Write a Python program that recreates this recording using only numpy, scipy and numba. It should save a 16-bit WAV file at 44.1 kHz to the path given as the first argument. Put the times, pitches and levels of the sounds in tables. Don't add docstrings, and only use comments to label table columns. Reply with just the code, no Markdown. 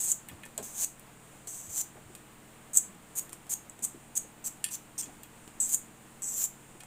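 import sys
import numpy as np
from scipy import signal
from scipy.fft import rfft, irfft, next_fast_len
from scipy.io import wavfile
from scipy.ndimage import uniform_filter1d
from numba import njit

SR = 44100
rng = np.random.default_rng(int(sys.argv[2]) if len(sys.argv) > 2 else 0)


def pcm_store(signal):
    levels = np.round(np.clip(np.atleast_2d(signal), -1, 1) * 32767)
    wavfile.write(sys.argv[1], SR, levels.astype(np.int16).T)


N = 302638
TIME_S = np.arange(N) / SR

# start/s, end/s, bite/dB, bite time/s, pull/dB, swell time/s, spray re pull/dB,
# rasp re spray/dB, blade resonance/Hz, its height/dB, lower edge of ring/Hz
STROKES = [(0, 0.128, -32.5, .2, -28.5, 0.069, -13, -3.5, 7670, 7, 6400),
           (.626, .85, -42.5, 0.085, -31, 0.1, -10.5, 1.5, 7600, 4, 6070),
           (1.471, 1.819, -40.5, 0.19, -31, 0.11, -11, -1, 7710, 10, 5880),
           (5.6, 5.706, -25.5, 0.068, -48.5, 0.064, 1, -3, 7700, 23.5, 6100),
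           (5.689, 5.754, -39.5, 0.027, -27, 0.056, -8.5, -9, 7630, 6, 6320),
           (6.22, 6.461, -36.5, 0.72, -33, 0.15, -3.5, -8, 7610, 17.5, 5600)]
# start/s, end/s, crest/dB, rise/dB, spray re ring/dB, rasp re spray/dB,
# blade resonance/Hz, its height/dB, lower edge of ring/Hz
FLICKS = [(2.732, 2.789, -23, 17, -14.5, -6, 7800, 10, 6300),
          (3.152, 3.198, -31.5, 12, -5.5, -9, 8050, -2, 6400),
          (3.493, 3.542, -32, 7.5, -8, -4, 7200, 5, 6340),
          (3.822, 3.856, -28, 16, -12, -5, 8100, 6.5, 6240),
          (4.151, 4.182, -26.5, 15, -14.5, -1, 7950, 4, 6220),
          (4.44, 4.484, -33.5, 9, -10.5, -2.5, 7660, 12, 5850),
          (4.707, 4.758, -36.5, 5.5, -11, 3.5, 7630, 9, 5740),
          (4.978, 5.017, -32.5, 5, -14.5, 2.5, 8600, 8.5, 5170),
          (5.022, 5.048, -42, 0, -14, -6, 7200, 18, 6200)]
# f/Hz, gain/dB
BLADE_SPECTRUM = [(4000, -5), (5500, -3), (6300, 3.5), (7000, 0.5), (7800, 1), (8700, 0.5), (9500, -3),
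                  (10300, -23), (11500, -17), (16000, -30)]
SPRAY_SPECTRUM = [(4000, -20.5), (7000, -10), (10000, 3), (11200, -2.5), (12400, 2.5), (14000, 0),
                  (15500, -4)]
FLESH_SPECTRUM = [(200, -3), (800, 0.5), (1600, -3), (3200, 1), (4700, 3.5), (5600, 6.5), (9000, 4)]
# t/s, peak/dB
SNAPS = [(0.116, -12), (0.578, -25), (0.8451, -16.5), (2.7716, -3.5), (3.537, -18), (3.696, -31),
         (4.176, -12.5), (5.744, -11.5), (6.44, -14.5)]
# t/s, peak/dB, tilt/(dB/octave)
TICKS = [(0.2864, -28, 12), (0.4539, -32, 9), (0.461, -34, -1.5), (0.578, -21, 1.5), (0.6273, -33, -2),
         (0.9956, -35, 12), (1.473, -30.5, 0), (2.151, -33, 7.5), (3.294, -35, 2), (3.3248, -36, 1),
         (3.3301, -25, 1.5), (3.468, -38.5, -1), (3.7918, -33.5, -2.5), (5.233, -27, 17),
         (5.477, -36, -1.5), (6.22, -30, 1), (6.803, -34, 14), (6.835, -36, -1)]
# t/s, peak/dB, contact cut-off/Hz, pitch favoured by the contact point/Hz
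CLINKS = [(0.2874, -37.5, 3250, 3300), (0.296, -44, 2800, 1800), (0.434, -35, 2600, 1820),
          (0.58, -40, 5060, 3850), (2.151, -40, 7000, 2600), (4.6417, -15, 13200, 7600),
          (4.663, -34, 10000, 4400), (4.687, -33.5, 8000, 2700), (5.028, -40.5, 5000, 3130),
          (5.058, -41, 6000, 3430), (5.2338, -41.5, 7000, 2790), (6.8052, -35.5, 6900, 2470)]
# f/Hz, gain/dB
SNAP_SPECTRUM = [(500, -8), (3000, -2), (5300, 0), (6300, -1), (7700, 0), (8800, -6), (10500, -17),
                 (13000, -19), (16000, -22)]
TICK_SPECTRUM = [(500, 0), (2500, -7), (5300, -10), (7000, -2.5), (8000, 3.5), (10500, -7.5), (16000, -13)]
CLINK_SPECTRUM = [(800, -38), (1500, -18), (2300, -11.5), (4000, -11.5), (5500, -16), (7600, -10),
                  (9300, 0.5), (11500, -8.5), (16000, -14.5)]
# f/Hz, relative level/dB, t60/s
PEELER_MODES = [(1790, -2, 0.091), (2510, -3, 0.17), (2800, 10.5, 0.012), (3296, 0.5, 0.11),
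                (4060, -18, 0.08), (4560, -4, .12), (5750, -22, .1), (7090, 7, 0.086), (7580, 15, 0.026),
                (9500, 5, .07), (8700, 14, 0.054), (9300, -13, .06)]
# t/s, peak/dB, f/Hz
THUDS = [(0.311, -43, 196), (0.328, -39.5, 98), (0.582, -33, 630), (0.590, -35.5, 460), (0.596, -42.5, 200),
         (1.669, -48, 95), (1.954, -45.5, 443), (1.965, -46, 720), (2.043, -52, 98), (2.095, -45, 400),
         (2.886, -44.5, 200), (2.944, -46, 192), (3.822, -45, 224), (3.942, -41, 313), (4.241, -47, 480),
         (5.068, -45, 260), (5.083, -47, 740), (5.165, -48, 203), (6.747, -48, 330)]
# f/Hz, rms level/dB
HUM_TONES = [(57, -70.5), (98, -71.5), (119.5, -71.5), (136.5, -64.5), (174.5, -70), (186, -74.5),
             (207, -80), (300, -70), (340.5, -73.5), (412, -76), (453.5, -73)]
# t/s, rms level/dB
DRONE_LEVELS = [(0, -76), (.6, -62), (1.6, -78), (2.6, -66.5), (3.3, -70), (4.1, -62), (5, -68.5),
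                (5.7, -61.5), (6.86, -68)]
# f/Hz, gain/dB
AIR_SPECTRUM = [(25, -0.5), (42, -28), (80, -15), (150, -17), (200, 0.5), (260, -6.5), (320, -2.5),
                (370, -9), (800, -7), (1400, -11), (2800, -15), (5000, -25.5), (11000, -27), (15500, -21.5)]
HISS_SPECTRUM = [(4500, -29), (6000, -9), (7000, 3.5), (8000, 4.5), (9200, 3.5), (10500, -8), (13000, -37)]

RING_DROP_HZ, TOP_HZ = 457, 15450


def peeling():
    catches = fractures(per_s=460, scatter_db=2.8, burst_s=.0007, drag=1)
    cells = fractures(per_s=1500, scatter_db=4, burst_s=.0002, drag=.6)
    return strokes(catches, cells) + flicks(catches, cells)


def fractures(per_s, scatter_db, burst_s, drag):
    gap_draw, size_draw = rng.standard_normal((16000, 2)).T
    onsets = (np.cumsum(np.exp(.5 * gap_draw)) * SR / per_s).astype(int)
    breaks = np.bincount(onsets, undb(scatter_db * np.clip(size_draw, -2, 2)), N)[:N]
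    bursts = unit(signal.lfilter([1], [1, -np.exp(-1 / (burst_s * SR))], breaks))
    return (bursts + drag) * rng.standard_normal(N)


def strokes(catches, cells, sag_db=10.5, swell_db=23.5, hold_share=.36):
    out = np.zeros(N)
    for start_s, end_s, bite_db, bite_s, pull_db, swell_s, spray_db, *timbre in STROKES:
        rasp_db, hz, height_db, edge_hz = timbre
        on = (TIME_S >= start_s) & (TIME_S < end_s)
        t = TIME_S[on]
        bite = undb(bite_db - sag_db * ((t - start_s) / bite_s) ** 2)
        pull = undb(pull_db - swell_db * np.maximum((end_s - t) / swell_s - hold_share, 0))
        ring = np.hypot(bite, pull)
        dry_spray = bite * undb(-7 - .57 * height_db)
        spray = np.hypot(dry_spray, pull * undb(spray_db))
        ring_hz = hz - RING_DROP_HZ * (pull / ring) ** 2
        stroke = cut(catches[on], cells[on], ring, spray, rasp_db, ring_hz, height_db, edge_hz,
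                     spray_hz=13300)
        add(out, start_s, stroke)
    return out


def flicks(catches, cells, crest_share=.63):
    out = np.zeros(N)
    for start_s, end_s, crest_db, rise_db, spray_db, rasp_db, hz, height_db, edge_hz in FLICKS:
        on = (TIME_S >= start_s) & (TIME_S < end_s)
        progress = (TIME_S[on] - start_s) / (end_s - start_s)
        ring = undb(crest_db - rise_db * np.maximum(1 - progress / crest_share, 0))
        spray = ring * undb(spray_db)
        ring_hz = hz - RING_DROP_HZ * (progress - .5)
        flick = cut(catches[on], cells[on], ring, spray, rasp_db, ring_hz, height_db, edge_hz,
                    spray_hz=12800)
        add(out, start_s, flick)
    return out


def cut(catches, cells, ring, spray, rasp_db, ring_hz, height_db, edge_hz, spray_hz):
    attack_s, release_s = .0025, .0023
    tremor_per_s, tremor_db, tremor_hz = 69.5, 1.4, 141
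    n = len(catches)
    t = TIME_S[:n]
    contact = np.minimum(t / attack_s, 1) * np.minimum((t[-1] - t) / release_s, 1)
    pressure = undb(tremor_db * wander(n, tremor_per_s))
    centre_hz = ring_hz + tremor_hz * wander(n, tremor_per_s)
    scrape = colour(catches, BLADE_SPECTRUM, edge_hz=edge_hz)
    blade = even(scrape + (undb(height_db) - 1) * resonate(scrape, centre_hz, width_hz=350.0))
    fizz = even(colour(cells, SPRAY_SPECTRUM, ring_hz=spray_hz, ring_db=5.5, width_hz=3800))
    rasp = undb(rasp_db) * even(colour(cells, FLESH_SPECTRUM))
    return contact * pressure * (ring * blade + spray * (fizz + rasp))


def snaps():
    out, t = np.zeros(N), TIME_S[:SR // 50]
    envelope = rise(t, .0008) * (fade(t, .008) + undb(-18) * fade(t, .03))
    for start_s, peak_db in SNAPS:
        crack = rng.standard_normal(len(t)) * envelope
        snap = colour(crack, SNAP_SPECTRUM, ring_hz=7980, ring_db=4, width_hz=340, edge_hz=6390)
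        add(out, start_s, peaked(snap, peak_db))
    return out


def ticks():
    out, t = np.zeros(N), TIME_S[:SR // 25]
    for start_s, peak_db, db_per_octave in TICKS:
        crack = rng.standard_normal(len(t)) * (fade(t, .0075) + undb(-13.5) * fade(t, .083))
        spectrum = [(hz, db + db_per_octave * np.log2(hz / TOP_HZ)) for hz, db in TICK_SPECTRUM]
        add(out, start_s, peaked(colour(crack, spectrum), peak_db))
    return out


def clinks():
    out, t = np.zeros(N), TIME_S[:SR // 5]
    for start_s, peak_db, cutoff_hz, favoured_hz in CLINKS:
        ring = np.zeros(len(t))
        for hz, db, t60_s in PEELER_MODES:
            gain = undb(db + 2 * rng.standard_normal())
            ring += gain * fade(t, t60_s) * np.sin(2 * np.pi * (hz * t + rng.random()))
        crack = rng.standard_normal(len(t)) * (fade(t, .0088) + undb(14) * fade(t, .04))
        strike = peaked(colour(crack, CLINK_SPECTRUM), 0) + peaked(ring, -7)
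        rolloff = [(cutoff_hz, 0), (2.1 * cutoff_hz, -22)]
        clink = colour(strike, rolloff, ring_hz=favoured_hz, ring_db=5.5, width_hz=370)
        add(out, start_s, peaked(clink, peak_db))
    return out


def thuds():
    out, t = np.zeros(N), TIME_S[:SR // 5]
    for start_s, peak_db, hz in THUDS:
        push = rng.standard_normal(len(t)) * rise(t, .004) * fade(t, .075)
        spectrum = [(40, -6), (hz, 0), (3 * hz, -7), (10000, -30)]
        body = colour(push, spectrum, ring_hz=hz, ring_db=17, width_hz=.55 * hz)
        add(out, start_s, peaked(body, peak_db))
    return out


def kitchen(x, t60_s, tail_db, early_db):
    t = TIME_S[:SR // 2]
    noise = rng.standard_normal((2, len(t)))
    arrivals = (rng.random(len(t)) < .02) & (t > .002)
    early = noise[0] * arrivals * fade(t, .06)
    tail = noise[1] * rise(t, .0009) * fade(t, t60_s)
    response = (undb(early_db) * unit(early) + undb(tail_db) * unit(tail)) / np.sqrt(len(t))
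    return x + signal.fftconvolve(x, response)[:N]


def appliance(drone_hz=229, waver_db=1.5):
    def tone(hz, db):
        rms = undb(db + waver_db * wander(N, per_s=5))
        wavering_hz = hz * (1 + .00798 * wander(N, per_s=14))
        return rms * np.sqrt(2) * np.sin(2 * np.pi * np.cumsum(wavering_hz) / SR)
    drone_db = np.interp(TIME_S, *np.transpose(DRONE_LEVELS))
    return sum(tone(hz, db) for hz, db in HUM_TONES) + tone(drone_hz, drone_db)


def room_noise(spectrum, rms_db, drift_db, per_s):
    noise = unit(colour(rng.standard_normal(N), spectrum))
    return noise * undb(rms_db + drift_db * wander(N, per_s))


def colour(x, points, ring_hz=1000, ring_db=0, width_hz=500, edge_hz=0):
    size = 2 * next_fast_len(len(x) // 2 + 1024)
    f = np.maximum(np.arange(size // 2 + 1) * SR / size, 1)
    hz, db = np.transpose(points)
    gain_db = np.interp(np.log(f), np.log(hz), db)
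    gain_db += ring_db / (1 + (2 * (f - ring_hz) / width_hz) ** 2)
    gain_db -= np.minimum(10 * np.log10(1 + (edge_hz / f) ** 48), 40)
    cepstrum = irfft(np.log(undb(gain_db)))
    cepstrum[1:size // 2] *= 2
    cepstrum[size // 2 + 1:] = 0
    return irfft(rfft(x, size) * np.exp(rfft(cepstrum)))[:len(x)]


@njit
def resonate(x, hz, width_hz):
    y, band_state, low_state = np.empty(len(x)), 0., 0.
    for i in range(len(x)):
        g, damping = np.tan(np.pi * hz[i] / SR), width_hz / hz[i]
        band = (band_state + g * (x[i] - low_state)) / (1 + g * (g + damping))
        band_state = 2 * band - band_state
        low_state += 2 * g * band
        y[i] = damping * band
    return y


def even(x, window_s=.008):
    return x / np.sqrt(uniform_filter1d(x ** 2, int(window_s * SR)) + 1e-18)


def wander(n, per_s):
    knots = rng.standard_normal(1000)
    return np.interp(TIME_S[:n] * per_s, np.arange(len(knots)), knots)


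def rise(t, tau_s):
    return 1 - np.exp(-t / tau_s)


def fade(t, t60_s):
    return np.exp(-np.log(1000) * t / t60_s)


def undb(db):
    return 10 ** (np.asarray(db) / 20)


def unit(x):
    return x / np.sqrt(np.mean(x ** 2))


def peaked(x, db):
    return x * undb(db) / np.abs(x).max()


def add(out, start_s, x):
    i = max(int(start_s * SR), 0)
    out[i:i + len(x)] += x[:max(len(out) - i, 0)]


def scene():
    handwork = peeling() + snaps() + ticks() + clinks() + thuds()
    in_room = kitchen(handwork, t60_s=.225, tail_db=-9, early_db=-16)
    hum = appliance()
    air = room_noise(AIR_SPECTRUM, rms_db=-55.5, drift_db=.5, per_s=15)
    hiss = room_noise(HISS_SPECTRUM, rms_db=-62, drift_db=1.2, per_s=7)
    return (in_room + hum + air + hiss)[None]


def record(dry):
    return signal.sosfilt(signal.ellip(10, .2, 80, TOP_HZ, fs=SR, output="sos"), dry)


dry = scene()
out = record(dry)
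pcm_store(out)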